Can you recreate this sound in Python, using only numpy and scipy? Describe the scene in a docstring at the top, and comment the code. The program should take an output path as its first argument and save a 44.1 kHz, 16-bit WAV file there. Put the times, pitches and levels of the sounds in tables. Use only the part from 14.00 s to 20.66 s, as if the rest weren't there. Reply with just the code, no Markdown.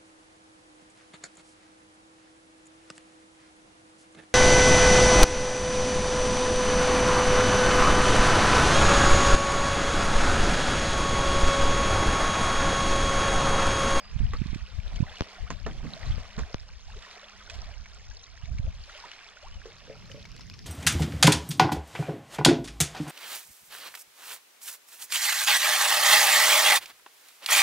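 """Small waves lap a pebbly shore throughout: bubbles and hiss swell and drain, with drops, gulps and clicks.
A far bird whistles at once and again at 5.5 s, both gliding sines; early gusts rumble on two microphone ports.
A faint drone wavers from the start and sinks away by about 4 s. Rocking stones ring their modes from 0.3 s and
footfalls thud underfoot from 1.5 s; pops kick the ports at 1.2 and 2.5 s. From 5.4 s a campfire of noise and
ticks grows, with ringing firewood knocks, snaps and a last swell of sparks, just rising as the sound ends."""
import sys
import numpy as np
from scipy import signal
from scipy.fft import rfft, irfft, next_fast_len
from scipy.io import wavfile
from scipy.ndimage import uniform_filter1d, map_coordinates

SR = 44100
rng = np.random.default_rng(int(sys.argv[2]) if len(sys.argv) > 2 else 0)


def store_pcm(level_fs):
    """Save levels as 16-bit WAV."""
    pcm = np.round(np.clip(level_fs, -1, 1) * 32767).astype(np.int16)
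    wavfile.write(sys.argv[1], SR, np.atleast_2d(pcm).T)


N = 293706
TIME = np.arange(N) / SR
RING = np.arange(SR // 4) / SR  # time axis of one short event, s

# In spectra, level/dB is the relative density per Hz.
# far background air: f/Hz, level/dB
AIR_SPECTRUM = [(25, 3), (120, -9), (210, -8), (300, -15), (600, -15), (3000, -21), (7000, -36),
                (12000, -55)]
# faint far drone: t/s, level/dB
DRONE_LEVEL = [(2.1, -68), (2.6, -73), (3.4, -69.5), (3.85, -70.5), (4.1, -82)]
# far bird, one table per whistle: t/s, f/Hz, level/dB
BIRD_WHISTLES = [
    [(0, 4830, -53), (.06, 4850, -51), (.095, 4910, -57), (.12, 5060, -61)],
    [(5.5, 2850, -64), (5.535, 3060, -55.5), (5.57, 2950, -59), (5.6, 2780, -61)],
]

# bed of flames, crackle and embers: t/s, level/dB
FIRE_LEVEL = [(5.4, -100), (5.65, -60), (6.1, -50), (6.66, -47.5)]
# flames and hiss: f/Hz, level/dB
FLAME_SPECTRUM = [(30, 9), (90, 28), (170, 25), (290, 9.5), (450, 4), (900, -30), (4000, -9), (5100, 3),
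                  (5750, 2), (6400, -10), (9000, -17), (13000, -18), (15500, -38)]
# colour of the finest ticks: f/Hz, level/dB
SPARK_SPECTRUM = [(500, -20), (1800, -2), (5500, 0), (8000, -8), (10000, -22), (13000, -22), (15500, -38)]
# bursts of burning wood: t/s, level/dB, f/Hz, t60/s
FIRE_SNAPS = [(5.7837, -42, 4500, 0.03), (6.056, -41, 4230, 0.019), (6.1158, -34, 3000, 0.023),
              (6.2532, -33.5, 2250, 0.025), (6.3173, -36.5, 5470, 0.0073), (6.3647, -34, 7600, 0.0083),
              (6.409, -36, 5300, 0.031), (6.499, -30, 5070, 0.01), (6.538, -39, 5420, 0.049),
              (6.5913, -35, 5400, 0.011), (6.395, -39.5, 1000, .015)]
# last swell of sparks, just rising as the sound ends: t/s, swell width/s, level/dB
SPARK_FLARE = (6.7, 0.043, -47.5)
EMBERS_DB = -21  # ember ticks against the flames
# firewood knocks: t/s, level/dB, pitch ratio, brightness/(dB per octave), rattle/s, left-right/dB
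LOG_KNOCKS = [(5.656, -32, 0.81, 5, 0.021, 3.5), (5.878, -42, 0.91, -16, 0.0072, 0),
              (5.8995, -31.5, 0.99, -12, 0.014, 4.5), (6.10, -41.5, 0.96, 8, 0.027, -1),
              (6.145, -35.5, 0.99, -20, 0.01, 2), (6.175, -41.5, 1, -16, 0.011, 4)]
# ring of a log, before the pitch ratio: f/Hz, level/dB, t60/s
LOG_RING = [(438, -6.5, 0.16), (563, 10, 0.097), (690, -12, 0.1), (1300, -6, 0.042)]

# gusts on the ports: t/s, relative level/dB, swell width/s, left-right/dB
WIND_GUSTS = [(0.247, -28, 0.14, -3), (0.47, -31.5, 0.2, -9.5), (0.886, -44, 0.39, 9),
              (0.993, -32.5, 0.13, 2.5), (1.433, -36.5, 0.052, 1.5), (1.608, -35, 0.14, 23),
              (1.803, -37.5, 0.12, -10), (2.133, -32.5, 0.15, 8.5), (2.404, -39.5, 0.08, 3),
              (2.653, -49, 0.34, -2.5), (2.935, -44, 0.12, 0), (3.644, -45, 0.26, -2),
              (3.812, -48.5, 0.38, -3), (4.098, -47.5, 0.18, 7), (4.606, -36.5, 0.29, -3.5),
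              (5.535, -44, 0.14, 3), (6.335, -56, 1, -4)]
# large slow eddies: f/Hz, level/dB
RUMBLE_SPECTRUM = [(12, 1.5), (28, 7.5), (60, 7), (110, -6), (180, -34), (300, -33.5), (600, -87)]
# small fast eddies: f/Hz, level/dB
FLUTTER_SPECTRUM = [(60, -8), (120, 13), (190, 8.5), (300, -11.5), (500, -22), (1200, -82)]
# strong eddies, timed at their middle: t/s, level/dB, f/Hz, left-right/dB
EDDY_THUMPS = [(0.164, -21.5, 82, -18), (0.206, -25.5, 124, -18), (0.235, -27, 85, -18),
               (0.252, -15.5, 54, 27), (0.308, -26, 62.3, 9), (0.418, -18, 124, -35),
               (0.461, -23.5, 118, -39), (0.532, -25.5, 135, -24), (0.561, -25.5, 148, -35),
               (0.791, -21, 62.5, 23), (1.006, -14, 119, -35), (1.029, -15, 98, -30), (2.105, -19, 51, -35),
               (2.179, -30.5, 80.4, 33), (4.439, -28, 62, -32), (4.519, -25.5, 55.5, -8),
               (4.599, -20.5, 75, -28.5), (4.648, -26.5, 62.4, 12), (4.679, -24.5, 56, 22)]
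BREEZE_DB = -72  # wind strength between gusts, on the scale of the gusts
# sharp pops at the microphone: t/s, level/dB, left-right/dB
MIC_POPS = [(1.208, -11.5, 4.5), (1.2205, -22, 0), (2.544, -16, 4.5)]
# swings after a pop, left port then right: f/Hz, level/dB, t60/s
POP_SWINGS = [
    [(38, -13, 0.036), (114, -8.5, 0.016), (570, -14.5, 0.0064), (2870, 7, 0.00021)],
    [(75, -5, 0.022), (206, -1.5, 0.011), (970, 2.5, 0.0021), (3170, -42, 0.00011)],
]

# big stones rocking: t/s, level/dB, pitch ratio, brightness/(dB per octave), rattle/s, left-right/dB
STONE_KNOCKS = [(.3348, -24, 1.15, -2.5, 0.0016, -0.5), (1.5035, -20, 1.045, 1.6, 0.0079, -1.5),
                (1.6636, -19.5, 1.01, -2.5, 0.0048, -2), (1.682, -33, 0.79, -12, 0.025, 0),
                (1.838, -38.5, 1.11, -0.5, 0.069, -4), (2.18, -33.5, 1.12, -11, 0.0065, -8),
                (2.38, -32, 1.1, 0, 0.012, -2), (2.389, -27.5, 1.02, 0.5, 0.0055, -2),
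                (5.05, -37.5, 1.22, 0, 0.02, -3)]
# ring of a stone, before the pitch ratio: f/Hz, level/dB, t60/s
STONE_RING = [(223, -12.5, 0.14), (424, -1.5, 0.068), (664, -5, 0.082), (995, 2.5, 0.056), (1350, 6, 0.011),
              (1760, -1.5, 0.032), (3240, -28, 0.009), (5570, -1, 0.0047)]
# scraping under a knock: f/Hz, level/dB
GRIT_SPECTRUM = [(100, 5.5), (400, 1.5), (1000, 1), (2000, -1.5), (3500, -10), (6500, -7.5), (10000, -34.5),
                 (15000, -62)]
# weight settling into the pebble bed: t/s, level/dB, t60/s
STEP_THUDS = [(1.506, -31, 0.16), (1.677, -38, 0.9), (1.832, -31.5, 0.48), (2.382, -24.5, 0.12)]
# thud of the pebble bed: f/Hz, level/dB
GROUND_SPECTRUM = [(60, -36), (130, -4), (180, 2), (290, -14), (420, -25.5), (900, -60)]
# fine gravel crunching as a foot shifts: t/s, swell width/s, level/dB
GRAVEL_CRUNCHES = [(.551, 0.0058, -45), (3.51, 0.0087, -46), (3.55, .012, -48)]
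# clear pebble clicks, before a shared trim: t/s, level/dB, ring f/Hz, left-right/dB
PEBBLE_CLICKS = [(0.1896, -39.5, 2950, -1), (0.467, -42, 4160, -20), (0.544, -36.5, 2430, -7),
                 (0.9583, -33, 3090, 3.5), (1.1555, -37, 3480, 2), (1.5343, -47, 2650, 7),
                 (3.022, -42.5, 3550, -6), (3.110, -41, 4500, -2), (3.4973, -33, 2560, -6),
                 (3.857, -41, 2250, -3), (4.109, -46, 4370, 7), (4.455, -40.5, 2210, 12),
                 (4.583, -40, 2270, 4), (5.114, -36, 2940, 4)]

# wavelets at the shore: crest t/s, level/dB, rise/s, drain/s, slosh over splash/dB
SHORE_WAVES = [(0.029, -54.5, .3, 0.23, -2), (.38, -52, 0.31, 1, -10), (1.06, -52, 0.26, 0.37, 2),
               (1.25, -50.5, 0.11, 0.31, 1), (2.08, -47.5, 0.32, 0.37, -0.5), (2.42, -55, 0.073, 0.2, 3.5),
               (3.02, -51, 0.15, 0.98, -4.5), (3.56, -52.5, 0.1, 0.2, 1.5), (3.978, -63, 0.038, 0.79, 2.5),
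               (4.69, -62.5, 0.087, 0.035, 8), (5.08, -49.5, 0.35, 0.4, -5),
               (5.85, -56.5, 0.53, 0.63, -1.5)]
# slosh, splash, fizz: level between wavelets/dB, share of a wavelet/dB, lag/s, drain time ratio
SURF_SIZES = [(-98, -3, 0.001, 0.74), (-73.5, -2.5, 0.049, 0.85), (-65.5, -4, -0.024, 1.14)]
# colour of the water: f/Hz, level/dB
WATER_SPECTRUM = [(160, -31), (280, 12), (315, -0.5), (419, 1), (471, -7), (671, -3), (938, -7.5),
                  (1130, -4.5), (3040, -0.5), (5200, 0.5), (9700, -15.5), (12000, -21), (15500, -32)]
# left-right likeness of the water: f/Hz, correlation
WATER_LIKENESS = [(300, 0.82), (700, 0.9), (1500, 0.75), (3000, 0.84), (6000, 0.041), (12000, 0.71)]
# tiny bubbles of water seeping back between the pebbles: t/s, level/dB
TRICKLE_LEVEL = [(0, -75), (1.2, -71), (2.6, -64), (3.6, -61.5), (4.15, -57), (4.7, -66), (6.66, -64.5)]
# single loud bubbles: t/s, level/dB, starting f/Hz
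LOUD_BUBBLES = [(0.266, -40.5, 2940), (.351, -39, 1230), (0.801, -43, 2310), (1.007, -41.5, 2480),
                (1.035, -41.5, 970), (1.066, -42.5, 1930), (1.169, -35, 2880), (1.236, -39, 4500),
                (1.651, -39.5, 2870), (1.936, -27.5, 3950), (1.965, -40.5, 624), (2.065, -36, 4100),
                (3.048, -40, 1830), (3.243, -38.5, 3400), (3.405, -47, 1410), (3.475, -44, 1430),
                (3.618, -34, 5600), (3.947, -43, 7500), (4.112, -44.5, 1600), (4.169, -37.5, 4220),
                (4.239, -38, 3960), (4.838, -36, 4530), (4.894, -40.5, 1350), (5.039, -38, 930),
                (5.189, -41.5, 2270), (5.288, -39.5, 3430), (5.37, -43, 1440), (6.513, -43, 2480)]
# water gulping into gaps: t/s, level/dB, starting f/Hz, filling time/s, climb/octaves
STONE_GULPS = [(1.055, -51, 524, 0.043, 0.7), (1.465, -46, 1150, 0.021, 0.69), (2.878, -50, 690, 0.03, .65),
               (2.925, -47, 706, 0.026, 1.5), (2.958, -46, 380, 0.044, 0.8),
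               (3.665, -50.5, 610, 0.061, 0.54), (4.65, -48, 484, 0.036, 0.29),
               (5.427, -45.5, 550, 0.058, 1.37)]
# loud bubbles all last this many cycles; their climb setting is the second number over their pitch
BUBBLE_CYCLES, BUBBLE_CLIMB_HZ = 39, 278
SPRAY_DB = -8  # spray ticks on dry stone, against the fizz at its highest crest
MERGE = .25  # how far bubbles blend into hiss as a wavelet swells

# phase lag of the left port behind the right, negative where it leads: f/Hz, lag/rad
SHORE_LAG = [(100, -9.5), (260, 0.27), (780, 0.12), (2000, 0.68), (4310, 1.32), (5860, 4), (7000, 4)]
SHORE_BALANCE = [(1300, -2.5), (2600, -.2)]  # f/Hz, left-right/dB
# treble response of the left port: f/Hz, level/dB
LEFT_RESPONSE = [(6300, -0.5), (7100, -10.5), (8100, -31), (9500, -4), (12000, -9.5), (13500, -12)]
TOP_HZ = 15720


def amp(db):
    """Decibels to gain."""
    return 10 ** (np.asarray(db) / 20)


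def unit(x):
    """Scale to rms 1."""
    return x / np.sqrt(np.mean(x ** 2) + 1e-20)


def along(points, hz):
    """Read (Hz, value) points on a log frequency axis."""
    f, v = np.transpose(points)
    return np.interp(np.log(hz + 1), np.log(f + 1), v)


def curves(rows):
    """One value per sample for each column after the time."""
    s, *cols = np.transpose(rows)
    return [np.interp(TIME, s, c) for c in cols]


def wobble(rate):
    """A smooth random curve with this many knots a second."""
    return map_coordinates(rng.standard_normal(int(N * rate / SR) + 4), [TIME * rate])


def filtered(x, response):
    """Multiply the spectrum of x by a response of frequency."""
    size = next_fast_len(N + SR // 4)
    return irfft(rfft(x, size) * response(np.fft.rfftfreq(size, 1 / SR)), size)[..., :N]


def noise(spectrum):
    """Coloured noise of rms 1, unrelated in the two channels."""
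    return unit(filtered(rng.standard_normal((2, N)), lambda hz: amp(along(spectrum, hz))))


def fade(t, t60):
    """Exponential decay by 60 dB in t60 seconds."""
    return np.exp(-np.log(1000) * t / t60)


def sides(pan_db):
    """Left and right gains of mean power 1."""
    gains = amp(np.array([pan_db, -pan_db]).reshape(2, -1) / 2)
    return gains / np.sqrt(np.mean(gains ** 2, axis=0))


def add(out, s, sound, db, pan_db):
    """Place a sound at a time, peak level and side."""
    part = out[:, max(round(s * SR), 0):][:, :len(sound)]
    placed = amp(db) * sides(pan_db) * sound / np.abs(sound).max()
    part += placed[:, :part.shape[1]]


def bubble(t, hz, t60, rise):
    """A bubble rings and climbs in pitch as it nears the surface."""
    phase = hz * (t + np.log(2) * rise * t * t / (2 * t60))
    onset = 1 - np.exp(-t * hz / 2)
    return np.sin(2 * np.pi * phase) * fade(t, t60) * onset


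def froth(low_hz, high_hz, cycles, rise, spread_db, width_db, count):
    """A stereo cloud of rms 1 of random bubbles; small ones die sooner."""
    when, size, loud, life, side = rng.random((count, 5)).T[:, :, None]
    hz = low_hz * (high_hz / low_hz) ** size
    t60 = cycles / hz * 2 ** (2 * life - 1)
    k = np.arange(min(int(np.median(t60) * 2 * SR), SR // 8))
    loudness = amp(-spread_db * np.log(.02 + .98 * loud))  # few strong, many faint
    grains = loudness * bubble(k / SR, hz, t60, rise)
    at = ((when * N).astype(int) + k).ravel()
    gains = sides(width_db * (2 * side[:, 0] - 1))
    return unit(np.array([np.bincount(at, (grains * g[:, None]).ravel(), N)[:N] for g in gains]))


def sparks(count):
    """Stereo ticks of rms 1, too short to ring: many faint, a few strong."""
    when, loud, side = rng.random((count, 3)).T
    size = (.025 + loud) ** -.8
    at = (when * N).astype(int)
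    ticks = np.array([np.bincount(at, size * g, N) for g in sides(8 * (2 * side - 1))])
    return unit(filtered(ticks, lambda hz: amp(along(SPARK_SPECTRUM, hz))))


def flurry(s, width, db):
    """A brief swell of dense ticks."""
    swell = amp(db) / (1 + ((TIME - s) / width) ** 2) ** 2
    return swell * sparks(count=22000)


def snap(hz, t60, crack_db):
    """A tiny hard contact: a ring and a broadband crack."""
    ring = np.sin(2 * np.pi * hz * RING) * fade(RING, t60)
    band = signal.butter(4, [1100, 6400], "band", fs=SR)
    crack = signal.lfilter(*band, rng.standard_normal(len(RING)))
    return ring + amp(crack_db) * crack * fade(RING, 1.5 * t60)


def air():
    """Steady coloured noise makes the distant background."""
    return amp(-65.5) * noise(AIR_SPECTRUM)


def drone(hz):
    """A faint hum that wavers and fades, perhaps a motor far across the lake."""
    pitch = hz + 8 * wobble(70)
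    hum = unit(np.sin(2 * np.pi * np.cumsum(pitch) / SR))
    return amp(curves(DRONE_LEVEL)[0] + 3.5 * wobble(16)) * hum


def bird():
    """Thin gliding whistles from far off: sines with quavering pitch and level."""
    out = np.zeros(N)
    for rows in BIRD_WHISTLES:
        hz, db = curves(rows)
        sounding = (TIME >= rows[0][0]) & (TIME < rows[-1][0])
        gate = uniform_filter1d(1. * sounding, size=400)  # soft edges
        pitch = hz + 28 * wobble(250)
        level = amp(db + 2.6 * wobble(90))
        out += gate * level * np.sin(2 * np.pi * np.cumsum(pitch) / SR)
    return out


def snaps():
    """Burning wood bursts: a sharp tick with a short ringing spit of gas."""
    out = np.zeros((2, N))
    for s, db, hz, t60 in FIRE_SNAPS:
        tick = np.cos(2 * np.pi * hz * RING) * fade(RING, .0005)
        add(out, s, 1.26 * tick + snap(hz, t60, crack_db=1.0), db, pan_db=4.5)
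    return out


def fire():
    """Flames flutter and damp wood hisses, with crackles, ember ticks, snaps and a last swell of sparks."""
    crackle = froth(1700, 6800, cycles=9, rise=0, spread_db=4.5, width_db=4, count=2800)
    flames = noise(FLAME_SPECTRUM) * amp(1.8 * wobble(14))
    embers = amp(EMBERS_DB) * sparks(count=3500)
    burning = amp(curves(FIRE_LEVEL)[0]) * (flames + amp(-12) * crackle + embers)
    return burning + snaps() + flurry(*SPARK_FLARE)


def knocks(rows, modes, chatter_db, grit_db, tail_db):
    """A blow and a quick rattle of smaller contacts ring an object's modes, while grit scrapes and settles."""
    out = np.zeros((2, N))
    grit = noise(GRIT_SPECTRUM)[0] * amp(4 * wobble(500))
    size = len(RING)
    octaves = np.log2(1 + np.fft.rfftfreq(size, 1 / SR) / modes[0][0])
    lead = 64  # samples of room ahead of the blow for the brightness filter
    for s, db, ratio, tilt_db, rattle, pan_db in rows:
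        ring = np.zeros(size)
        for k, (hz, level, t60) in enumerate(modes):
            strength = amp(level + rng.normal(0, 1)) * (-1) ** k
            ring += strength * fade(RING, t60) * np.sin(2 * np.pi * hz * ratio * RING)
        dying = np.exp(-RING / rattle)
        sparse = rng.standard_normal(size) * (rng.random(size) < .012)
        contacts = amp(chatter_db) * sparse * dying
        contacts[0] = 1.1  # the blow itself
        settling = amp(tail_db) * fade(RING, 0.095)
        scrape = grit[int(s * SR):][:size] * (dying + settling) * (1 - np.exp(-RING / 0.00026))
        hit = unit(signal.fftconvolve(contacts, ring)[:size]) + amp(grit_db) * unit(scrape)
        # a softer contact gives a duller knock
        hit = irfft(rfft(np.pad(hit, (lead, 0)), size) * amp(tilt_db * octaves), size)
        add(out, s - lead / SR, hit, db, pan_db)
    return out


def footfalls():
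    """Each step presses a dull thud out of the pebble bed."""
    out = np.zeros((2, N))
    bed = noise(GROUND_SPECTRUM)[0]
    for s, db, t60 in STEP_THUDS:
        envelope = fade(RING, t60) * (1 - np.exp(-RING / 0.0017))
        add(out, s, bed[int(s * SR):][:len(RING)] * envelope, db, pan_db=-3.0)
    return out


def gusts():
    """Wind strength at each port: every gust swells and dies alike, over a light breeze."""
    power = amp(BREEZE_DB) ** 2
    for s, db, width, pan_db in WIND_GUSTS:
        swell = 1 / (1 + ((TIME - s) / width) ** 2) ** 3
        power = power + (amp(db) * sides(pan_db) * swell) ** 2
    return np.sqrt(power)


def wind():
    """Turbulence rumbles on each port, harder gusts flutter more; separately timed push-pull thumps strike too."""
    strength = gusts()
    lumps = amp(4.2 * np.array([wobble(22), wobble(22)]))
    rumble = amp(5.0) * strength * unit(lumps * noise(RUMBLE_SPECTRUM))
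    # flutter grows faster than rumble as the wind hardens
    flutter = amp(3) * strength ** 1.38 * unit(lumps * noise(FLUTTER_SPECTRUM))
    out = rumble + flutter
    middle = RING[-1] / 2
    for s, db, hz, side_db in EDDY_THUMPS:
        u = np.pi * hz * (RING - middle)
        thump = -np.sin(2 * u) / (1 + (u / 1.076) ** 2) ** 2
        add(out, s - middle, thump, db, side_db)
    return out


def pops():
    """A sudden pressure kick at the microphone: a spike, then slower and slower swings, slowest at the left port."""
    out = np.zeros((2, N))
    for port, body in enumerate(POP_SWINGS):
        kick = np.zeros(len(RING))
        for k, (hz, db, t60) in enumerate(body):
            kick += (-1) ** k * amp(db) * np.sin(2 * np.pi * hz * RING) * fade(RING, t60)
        kick = signal.lfilter(*signal.butter(6, 6700, fs=SR), kick)
        pair = np.zeros((2, N))
        for s, db, pan_db in MIC_POPS:
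            add(pair, s, kick, db, pan_db)
        out[port] = pair[port]
    return out


def surf():
    """Levels of slosh, splash and fizz: each wavelet swells to its crest, then drains away."""
    levels = []
    for size, (calm_db, share_db, lag, linger) in enumerate(SURF_SIZES):
        power = amp(calm_db) ** 2
        for s, db, rise, drain, slosh_db in SHORE_WAVES:
            t = TIME - s - lag
            shape = np.exp(-np.where(t < 0, (t / rise) ** 2, t / (drain * linger)))
            extra_db = slosh_db if size == 0 else 0
            power = power + (amp(db + share_db + extra_db) * shape) ** 2
        levels.append(np.sqrt(power))
    return levels


def clicks():
    """Clear pebble clicks, and many faint ones from pebbles that the splashing water rolls."""
    out = np.zeros((2, N))
    for s, db, hz, pan_db in PEBBLE_CLICKS:
        add(out, s + 0.001257, snap(hz, t60=0.021, crack_db=2), db + 4.5, pan_db)
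    # the faint ones follow the level of the fizz
    fizz_db = 20 * np.log10(surf()[2])
    for when, loud, pitch, side in rng.random(size=(170, 4)):
        at = int(when * N)
        tick = snap(2200 + 3800 * pitch, t60=.006, crack_db=6)
        add(out, at / SR, tick, fizz_db[at] + 8 + 7 * loud ** 2, 5 * (2 * side - 1))
    return out


def wash(patchy_db):
    """Patchy stereo noise of rms 1: the blended sound of the whole shoreline."""
    z = signal.stft(rng.standard_normal((2, N)), nperseg=512)[2]
    field = rng.standard_normal(z.shape[1:])
    field = uniform_filter1d(uniform_filter1d(field, size=5, axis=0), size=6, axis=1)
    pair = signal.istft(z * amp(patchy_db * unit(field)), nperseg=512)[1][:, :N]
    # mix mid and side so that the ports are as alike as the table asks
    turn = lambda hz: np.arccos(np.clip(along(WATER_LIKENESS, hz), -1, 1)) / 2
    mid, side = filtered(pair, lambda hz: np.array([np.cos(turn(hz)), np.sin(turn(hz))]))
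    return unit(np.array([mid + side, mid - side]))


def gulp(hz, length, octaves):
    """A pocket of air shrinks as water fills it, so its ring climbs unsteadily."""
    u = np.minimum(RING / length, 1)
    pitch = hz * 2 ** (octaves * u ** 1.3 + .085 * wobble(400)[:len(u)])
    envelope = np.sqrt(u) * (1 - u) ** .6 * amp(3.5 * wobble(150)[:len(u)])
    return envelope * np.sin(2 * np.pi * np.cumsum(pitch) / SR)


def waves():
    """Each wavelet sloshes with big bubbles, splashes with small ones and drains through the pebbles as fizz."""
    slosh, splash, fizz = surf()
    shore = wash(patchy_db=2.1)
    colour = lambda hz: amp(along(WATER_SPECTRUM, hz))

    def layer(level, low_hz, high_hz, cycles, rise, grain_db, count):
        """Bubbles of one size class over their share of the wash."""
        band = lambda hz: np.sqrt(1 / (1 + (hz / high_hz) ** 10) / (1 + (low_hz / (hz + 1)) ** 10))
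        grains = froth(low_hz, min(high_hz, 10000), cycles, rise, spread_db=3.7, width_db=5, count=count)
        grains = unit(filtered(grains / level ** MERGE, colour))
        hiss = unit(filtered(shore, lambda hz: band(hz) * colour(hz)))
        spurts = amp(1.3 * wobble(40))
        return level * unit(spurts * (hiss + amp(grain_db) * grains))

    big = layer(slosh, 440, 900, cycles=28, rise=.7, grain_db=2.5, count=850)
    small = layer(splash, 900, 2500, cycles=32, rise=.42, grain_db=3, count=3200)
    tiny = layer(fizz, 2500, 16000, cycles=26, rise=.15, grain_db=2, count=6000)
    # drops that strike wet stone tick with hardly any ring
    drops = froth(1500, 9000, cycles=8, rise=0, spread_db=5, width_db=5, count=1700)
    patter = amp(-2.5) * unit(filtered(drops, colour))
    spray = amp(SPRAY_DB) * fizz / fizz.max() * sparks(count=1400)
    ripple = amp(.8 * wobble(11))
    out = ripple * (big + small + tiny + fizz * (patter + spray))
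    seeping = froth(4700, 6800, cycles=22, rise=.1, spread_db=4, width_db=6, count=2600)
    out = out + amp(curves(TRICKLE_LEVEL)[0]) * seeping
    for s, db, hz in LOUD_BUBBLES:
        add(out, s, bubble(RING, hz, BUBBLE_CYCLES / hz, BUBBLE_CLIMB_HZ / hz), db, pan_db=-0.5)
    for s, db, hz, length, octaves in STONE_GULPS:
        add(out, s, gulp(hz, length, octaves), db, pan_db=0.0)
    return out


def scene():
    """The shore lies a little to the right, so its sound reaches the left port late."""
    stones = knocks(STONE_KNOCKS, STONE_RING, chatter_db=-0.5, grit_db=0, tail_db=2.0)
    logs = knocks(LOG_KNOCKS, LOG_RING, chatter_db=-9, grit_db=-17, tail_db=-6)
    crunching = sum(flurry(*crunch) for crunch in GRAVEL_CRUNCHES)
    shore = waves() + clicks() + bird() + stones + footfalls() + logs + crunching
    lag = lambda hz: np.exp(np.outer([-.5j, .5j], along(SHORE_LAG, hz)))
    shore = filtered(shore, lambda hz: lag(hz) * sides(along(SHORE_BALANCE, hz)))
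    return shore + fire() + wind() + pops() + drone(hz=199.3) + air()


def record(dry):
    """The left port is duller in the treble; nothing passes the band limit."""
    left = filtered(dry[0], lambda hz: amp(along(LEFT_RESPONSE, hz)))
    return filtered(np.array([left, dry[1]]), lambda hz: hz < TOP_HZ)


dry = scene()
out = record(dry)
store_pcm(out)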